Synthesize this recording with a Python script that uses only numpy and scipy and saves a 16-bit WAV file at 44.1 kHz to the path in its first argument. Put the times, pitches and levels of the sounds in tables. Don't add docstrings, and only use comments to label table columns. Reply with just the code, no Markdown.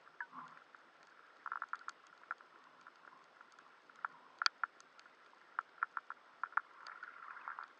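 import sys
import numpy as np
from scipy import signal
from scipy.io import wavfile
from scipy.ndimage import uniform_filter1d

SR = 44100
rng = np.random.default_rng(int(sys.argv[2]) if len(sys.argv) > 2 else 0)


def int16_out(signal):
    q = np.round(np.clip(np.atleast_2d(signal).T, -1, 1) * 32767)
    wavfile.write(sys.argv[1], SR, q.astype(np.int16))


def gain_from_db(level_db):
    decades = np.asarray(level_db, float) / 20
    return 10 ** decades


N = 343539


def evened(x):
    return x / np.sqrt(np.mean(x ** 2) + 1e-20)


def smoothed(x, size):
    return uniform_filter1d(uniform_filter1d(x, size=size), size=size)


def add(mix, s, sound):
    part = mix[round(s * SR):][:len(sound)]
    part += sound[:len(part)]


def resonate(x, hz, width):
    turn = np.exp(2j * np.pi * np.cumsum(hz * np.ones(len(x))) / SR)
    r = np.exp(-np.pi * width / SR)
    return 2 * (turn * signal.lfilter([1 - r], [1, -r], x / turn)).real


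def twice(x, hz, width):
    return resonate(resonate(x, hz, width), hz, width)


def sparse(per_s, spread_db):
    when = rng.random(N) < per_s / SR
    size = np.minimum(rng.exponential(1, N), 4)
    sign = rng.choice([-1., 1.], N)
    return evened(when * gain_from_db(spread_db * size) * sign)


def gaussian_burst(t, ms, hz):
    return np.exp(-.5 * (1000 * t / ms) ** 2) * np.cos(2 * np.pi * hz * t)


def housing(tilt_db=0, spread_db=0, damp_db=0):
    # f/Hz, width/Hz, level/dB, arrival/ms, second pass/dB
    modes = [(730.0, 590.0, -25.1, 0.36, -3), (1090.0, 180.0, -27.2, 0.79, -2),
             (1310.0, 270.0, -5.3, 0.59, -4), (1500.0, 60.0, -16.7, 0.84, -3),
             (1710.0, 700.0, -14.1, 0.21, -10), (2290.0, 250.0, -14.7, 0.26, -14),
             (3200.0, 200.0, -12.0, 0.5, 0), (3260.0, 190.0, -5.9, 0.38, -4),
             (4590.0, 390.0, -5.0, 0.81, -24), (5540.0, 790.0, -22.3, 0.25, -32),
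             (6150.0, 530.0, -18.4, 0.07, -27), (7780.0, 390.0, -51.7, 0.09, -7),
             (9180.0, 300.0, -50.0, 0.68, -9), (11160.0, 1820.0, -73.9, 0.48, 0)]
    hz, width, db, ms, again_db = np.transpose(modes)[:, :, None]
    round_trip_ms = 2.9
    t, out = np.arange(768) / SR, 0
    direction_db = spread_db * rng.standard_normal((2, len(modes), 1))
    first_pass = (0, direction_db[0])
    second_pass = (round_trip_ms, again_db - damp_db + direction_db[1])
    for late_ms, pass_db in (first_pass, second_pass):
        age = np.maximum(t - (ms + late_ms) / 1000, 0)
        u = np.pi * 3 * width * age
        height = gain_from_db(db + pass_db + tilt_db * np.log2(hz / 4480)) * width
        out = out + (height * u ** 3 * np.exp(-u) * np.sin(2 * np.pi * hz * age)).sum(0)
    return signal.lfilter(*signal.butter(3, 500, "high", fs=SR), out)


def read(points, hz):
    f, value = np.transpose(points)
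    return np.interp(np.log(hz + 1), np.log(f + 1), value)


def noise(spectrum, patchy_db):
    frames, hz = N // 256 + 5, np.fft.rfftfreq(1024, 1 / SR)
    a, b, patches = rng.standard_normal((frames, 513, 3)).T
    patches = uniform_filter1d(patches, size=10, axis=0)
    patches = evened(uniform_filter1d(patches, size=6, axis=1))
    z = (a + 1j * b) * gain_from_db(read(spectrum, hz)[:, None] + patchy_db * patches)
    return evened(signal.istft(z, nperseg=1024, noverlap=768)[1][:N])


def wash():
    # f/Hz, level per Hz/dB
    water, water_db = [(15, -86), (25, -49.5), (294, -8), (485, -5.5), (832, -6.5), (1370, -4),
                       (1710, -9.5), (1970, -12), (3000, -17), (3900, -49.5), (6600, -120)], -67.5
    # f/Hz, level per Hz/dB
    hiss, hiss_db = [(1530, -26), (2600, -9), (3430, -0.5), (4070, -5.5), (5350, -9.5), (5600, -12.5),
                     (6320, -15.5), (7210, -22.5), (8200, -23), (9500, -26), (10200, -50.5), (15900, -87)], -79.5
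    # f/Hz, width/Hz, level/dB
    whines = [(5180, 20, -90.5), (7825, 8, -106), (7885, 8, -104)]
    out = gain_from_db(water_db) * noise(water, 1.5) + gain_from_db(hiss_db) * noise(hiss, 1.0)
    for hz, width, db in whines:
        wander = np.cumsum(rng.standard_normal(N)) * np.sqrt(2 * np.pi * width / SR)
        out += gain_from_db(db) * np.sqrt(2) * np.sin(2 * np.pi * hz * np.arange(N) / SR + wander)
    return out


def gurgle():
    out, t = np.zeros(N), np.arange(-600, 600) / SR
    pitches = np.geomspace(950, 2300, num=16)
    for hz, ms, glide in zip(pitches, rng.uniform(2, 4, 16), rng.normal(0, 5, 16)):
        squeak = gaussian_burst(t, ms, hz * (1 + glide * t))
        out += signal.oaconvolve(sparse(45, 3.8), evened(squeak), "same")
    return evened(out)


def strain(t):
    # middle t/s, half length/s, wall moan level/dB, low frame groan level/dB
    flexes = [(0.043, .1, -84, -77), (0.392, 0.062, -51, -56), (0.519, 0.058, -64.5, -68),
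              (1.023, 0.041, -82, -77), (2.67, 0.25, -72, -76.5), (3.134, 0.099, -68.5, -74),
              (3.43, 0.055, -72.5, -90), (3.653, 0.064, -74, -79.5), (4.187, 0.18, -64.5, -70),
              (6.307, 0.038, -69, -89), (6.855, 0.19, -65.5, -92), (7.284, 0.072, -59, -94),
              (7.501, 0.19, -63.5, -88)]
    s, half, moan_db, groan_db = np.transpose(flexes)[:, :, None]
    bump = np.exp(-((t - s) / half) ** 2)
    moan_gain = gain_from_db(-80.5) + (gain_from_db(moan_db) * bump).sum(0)
    groan_gain = gain_from_db(-88.5) + (gain_from_db(groan_db) * bump).sum(0)
    return moan_gain, groan_gain


def rubbing():
    # t/s, level/dB
    effort = [(0.0, -65.5), (0.28, -69), (0.37, -63.5), (0.47, -64), (0.56, -61), (0.67, -67),
              (1.67, -64.5), (1.78, -60), (1.93, -66.5), (2.6, -66.5), (3.9, -68), (4.1, -61.5), (4.2, -69),
              (5.2, -66), (6.6, -66), (6.82, -58.5), (7.55, -52.5), (7.68, -62)]
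    # f/Hz, width/Hz, level/dB
    frame = [(160, 35, -3), (250, 30, 0)]
    t = np.arange(N) / SR
    rub_db = np.interp(t, *np.transpose(effort))
    moan_gain, groan_gain = strain(t)
    hz = 1400 - 200 * np.minimum(moan_gain / gain_from_db(-60), 1)
    shake, hush, drift = rng.standard_normal((3, N))
    dull = twice(gurgle() + 1.1 * hush + 1.6 * sparse(350, 3.1), hz, 1300)
    rub = evened(signal.oaconvolve(dull, housing(0.52))[:N])
    rub = evened(rub + 1.9 * evened(twice(dull, 1553, 1300)))
    clumps_db = 2.5 * evened(smoothed(drift[::-1], 500))
    groan = evened(sum(gain_from_db(db) * twice(shake, f, width) for f, width, db in frame))
    wall_hz = 1050 * (1 + .03 * evened(smoothed(drift, 3000)))
    moan = evened(twice(shake, wall_hz, 200))
    return gain_from_db(rub_db - 3.0 + clumps_db) * rub + gain_from_db(-7.5) * groan_gain * groan + moan_gain * moan


def knock(db, hz, ms):
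    t = np.arange(-256, 256) / SR
    push = gaussian_burst(t, np.clip(ms, .12, 2), hz)
    thud_db = -5.9 * max(ms - .4, 0) - 0.046 * (hz - 1241.5) + .5 * (db + 24.5)
    thud = gain_from_db(thud_db) * gaussian_burst(t, 0.75, 820)
    edge = gaussian_burst(t, 0.35, 3200)
    sound = np.convolve(push + thud, housing(-3, 2.5, 2.5))
    sound[60:572] += gain_from_db(-35.5 + .4 * (db + 20.5)) * abs(sound).max() * edge
    sound = signal.lfilter(*signal.butter(3, 640, "high", fs=SR), sound)
    return abs(sound).argmax() / SR, gain_from_db(db) * sound / abs(sound).max()


def knocks():
    # t/s, peak level/dB, centre f/Hz, surface echo delay/ms, echo level/dB
    near = [(0.391, -38.5, 1040, 16, -5), (1.462, -30, 1150, 13.8, -1), (1.5194, -27.5, 1250, 15, -7),
            (1.558, -27.5, 1200, 15.6, -6.5), (1.6214, -29, 1180, 15.6, -5), (1.734, -27, 1310, 12.6, -7),
            (1.8843, -29.5, 1310, 12.3, -10), (2.31, -27.5, 1262, 12.2, -8), (4.048, -22.5, 1290, 13, -23),
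            (4.4184, -22.5, 1250, 24, -27), (4.637, -21.5, 1300, 16.5, -29),
            (5.5897, -20.5, 1330, 16.6, -26), (5.8294, -21, 1330, 14.2, -22.5),
            (5.9723, -24, 1296, 13.8, -10.5), (6.105, -30, 1250, 13.4, -9), (6.4361, -24, 1320, 13, -18),
            (6.577, -18, 1310, 21.8, -21), (6.885, -35, 1270, 13.0, -4.5), (7.037, -38, 1460, 8.7, -7),
            (7.3087, -38, 1326, 10, -8), (7.4784, -29, 1125, 13.6, -8), (7.5064, -34.5, 1300, 11.5, -3.5),
            (7.5888, -30, 1100, 13.6, -9), (7.6279, -36, 1250, 13, -3.5)]
    # t/s, peak level/dB, centre f/Hz
    faint = [(0.077, -45.5, 1310), (0.575, -43.5, 1620), (0.748, -41, 1360), (1.194, -47.5, 1400),
             (1.6, -55, 1500), (2.129, -48.5, 1450), (2.236, -46, 1470), (2.409, -43.5, 1630),
             (2.56, -49, 1280), (2.869, -41.5, 1190), (2.882, -44.5, 1110), (3.051, -47, 1400),
             (3.078, -43.5, 1200), (3.369, -50.5, 1380), (3.41, -42.5, 1140), (3.592, -48.5, 1350),
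             (3.898, -45.5, 1400), (3.991, -46.5, 1480), (4.805, -48, 1330), (5.058, -48.5, 1360),
             (5.782, -47.5, 1380), (5.818, -43.5, 1460), (6.46, -41.5, 1480), (6.526, -45, 1365),
             (6.537, -46, 1310), (6.807, -45.5, 1460), (6.832, -45, 1370), (6.877, -45.5, 1395),
             (6.918, -39, 1450), (7.612, -36.5, 1280)]
    # t/s, peak level/dB, centre f/Hz
    scrapes = [(0.348, -55, 1050), (0.364, -50, 1070), (0.371, -44.5, 1040), (0.385, -41.5, 1098),
               (0.468, -48.5, 1400), (1.814, -46.5, 1490), (2.04, -52, 1120), (2.217, -55.5, 950),
               (2.67, -55, 1040), (3.131, -51.5, 1010), (3.666, -53.5, 1110), (5.335, -52, 960),
               (5.612, -48.5, 1330), (6.469, -48.5, 1490), (6.93, -50, 1305), (6.959, -46, 1380),
               (7.031, -39, 1465), (7.08, -41.5, 1457), (7.092, -45.5, 1360), (7.165, -46.5, 1324),
               (7.2, -50, 1340), (7.244, -44, 1205), (7.284, -40, 1220), (7.297, -48, 1332),
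               (7.414, -54, 1423), (7.535, -53.5, 1240)]
    near_ms, faint_ms, scrape_ms = 0.31, 0.29, 1.8
    out = np.zeros(N)
    for s, db, hz, echo_ms, echo_db in near:
        rise, sound = knock(db, hz, near_ms)
        add(out, s - rise, sound)
        rise, echo = knock(db + echo_db, 1.05 * hz, 1.1 * near_ms)
        add(out, s - rise + echo_ms / 1000, -echo)
    for rows, ms in ((faint, faint_ms), (scrapes, scrape_ms)):
        for s, db, hz in rows:
            rise, sound = knock(db, hz, ms)
            add(out, s - rise, sound)
    return out


def bubbles():
    # t/s, f/Hz, peak level/dB, t60/s
    loose = [(.2042, 1640, -27, .036), (.2162, 1490, -39, .11), (.2052, 945, -41, .12),
             (.2042, 1300, -33, .02), (3.0742, 525, -51, .03), (3.0742, 340, -54, .03),
             (6.9172, 2120, -48, .03), (6.9182, 1830, -49, .03), (7.3022, 2380, -53, .035),
             (7.4122, 2480, -50, .03), (7.5752, 2750, -61, .03)]
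    sink, sink_s = 0.056, 0.0072
    out, t = np.zeros(N), np.arange(6000) / SR
    turns = t + sink * sink_s * (1 - np.exp(-t / sink_s))
    for s, hz, db, t60 in loose:
        start = (1 - np.exp(-t / 0.0011)) ** 2
        add(out, s, gain_from_db(db - 60 * t / t60) * start * np.sin(2 * np.pi * hz * turns))
    return out


def dry_burst():
    ms = 1000 * np.arange(768) / SR
    burst = rng.standard_normal(768) * ms * np.exp(-ms / .9)
    burst = signal.sosfilt(signal.butter(4, (2000, 4600), "band", fs=SR, output="sos"), burst)
    return burst / abs(burst).max()


def snaps():
    # t/s, peak level/dB, low ring against the treble/dB, crack level/dB
    shrimp = [(0.4796, -60, -3.5, -22.5), (1.0294, -58.5, -4, -26), (1.071, -60.5, -3, -24.5),
              (1.368, -67, 0, -27), (1.687, -63, 2, -21), (1.7556, -56, 0, -24), (1.7918, -58, 2, -27),
              (1.8933, -49, -2, -15.5), (2.068, -63, -2, -13.5), (2.177, -64.5, 1, -26),
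              (2.382, -63, 14, -24), (2.64, -63.5, 1, -25), (2.812, -60, -4, -24), (2.957, -60.5, 2, -33),
              (3.2413, -65, 0, -20.5), (3.5225, -64.5, -31, -14.5), (3.5873, -61, 1, -21),
              (3.9576, -60, 1, -22.5), (4.3862, -59, 29, -27), (4.4614, -17, -6.5, -56),
              (4.8042, -58, -33, -12.5), (4.994, -49.5, -2, -27.5), (5.262, -63, 1, -36),
              (5.611, -71, 4, -17.5), (5.692, -65, -1, -39), (6.8671, -43.5, 1, -31),
              (7.0362, -60.5, 13.5, -34), (7.4134, -71, 16, -27), (7.635, -57, 12, -41),
              (7.6792, -63.5, 5, -26)]
    # f/Hz, level/dB
    wall = [(2500, -11), (3700, -7), (5400, -0.5), (6500, 2), (7700, -6.5), (8900, -19), (10300, -29.5)]
    out, t = np.zeros(N), np.arange(200) / SR
    crack = np.zeros(768)
    for hz, db in wall:
        crack[20:220] += gain_from_db(db) * t ** 2 * np.exp(-t / .00024) * np.sin(2 * np.pi * hz * t)
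    crack /= abs(crack).max()
    for s, db, low_db, crack_db in shrimp:
        spread_db = np.clip(-.12 * (db + 18), 0, 4)
        ring = housing(np.clip(-1.2 * low_db - 8, -3, 14), spread_db)
        snap = ring / abs(ring).max() + gain_from_db(crack_db + 19.5) * crack
        snap += gain_from_db(-6.5) * spread_db / 4 * dry_burst()
        add(out, s - .0005, gain_from_db(db + 8.0) * snap)
    far_per_s, far_db = 160, -88
    ring = housing(1.2)
    far = signal.oaconvolve(sparse(far_per_s, 4.6), ring / abs(ring).max() + gain_from_db(-3.5) * crack)[:N]
    return out + gain_from_db(far_db) * evened(far)


def reef(x):
    tail_t60_s, tail_db = .055, -18
    t = np.arange(8000) / SR
    taps = (rng.random(len(t)) < .05) * rng.choice([-1., 1.], len(t))
    taps *= (t > .004) * gain_from_db(-60 * t / tail_t60_s)
    dull = twice(twice(x, 1600, 1200), 1600, 1200)
    return signal.oaconvolve(dull, gain_from_db(tail_db) * taps / np.linalg.norm(taps))[:N]


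def scene():
    background = wash() + rubbing()
    near = knocks() + bubbles() + snaps()
    return (background + near + reef(near))[None]


def low_pass(x):
    return signal.sosfilt(signal.butter(12, 15500, fs=SR, output="sos"), x)


def record(dry):
    heard = signal.lfilter(*signal.butter(2, 45, "high", fs=SR), dry)
    return low_pass(heard)


dry = scene()
out = record(dry)
int16_out(out)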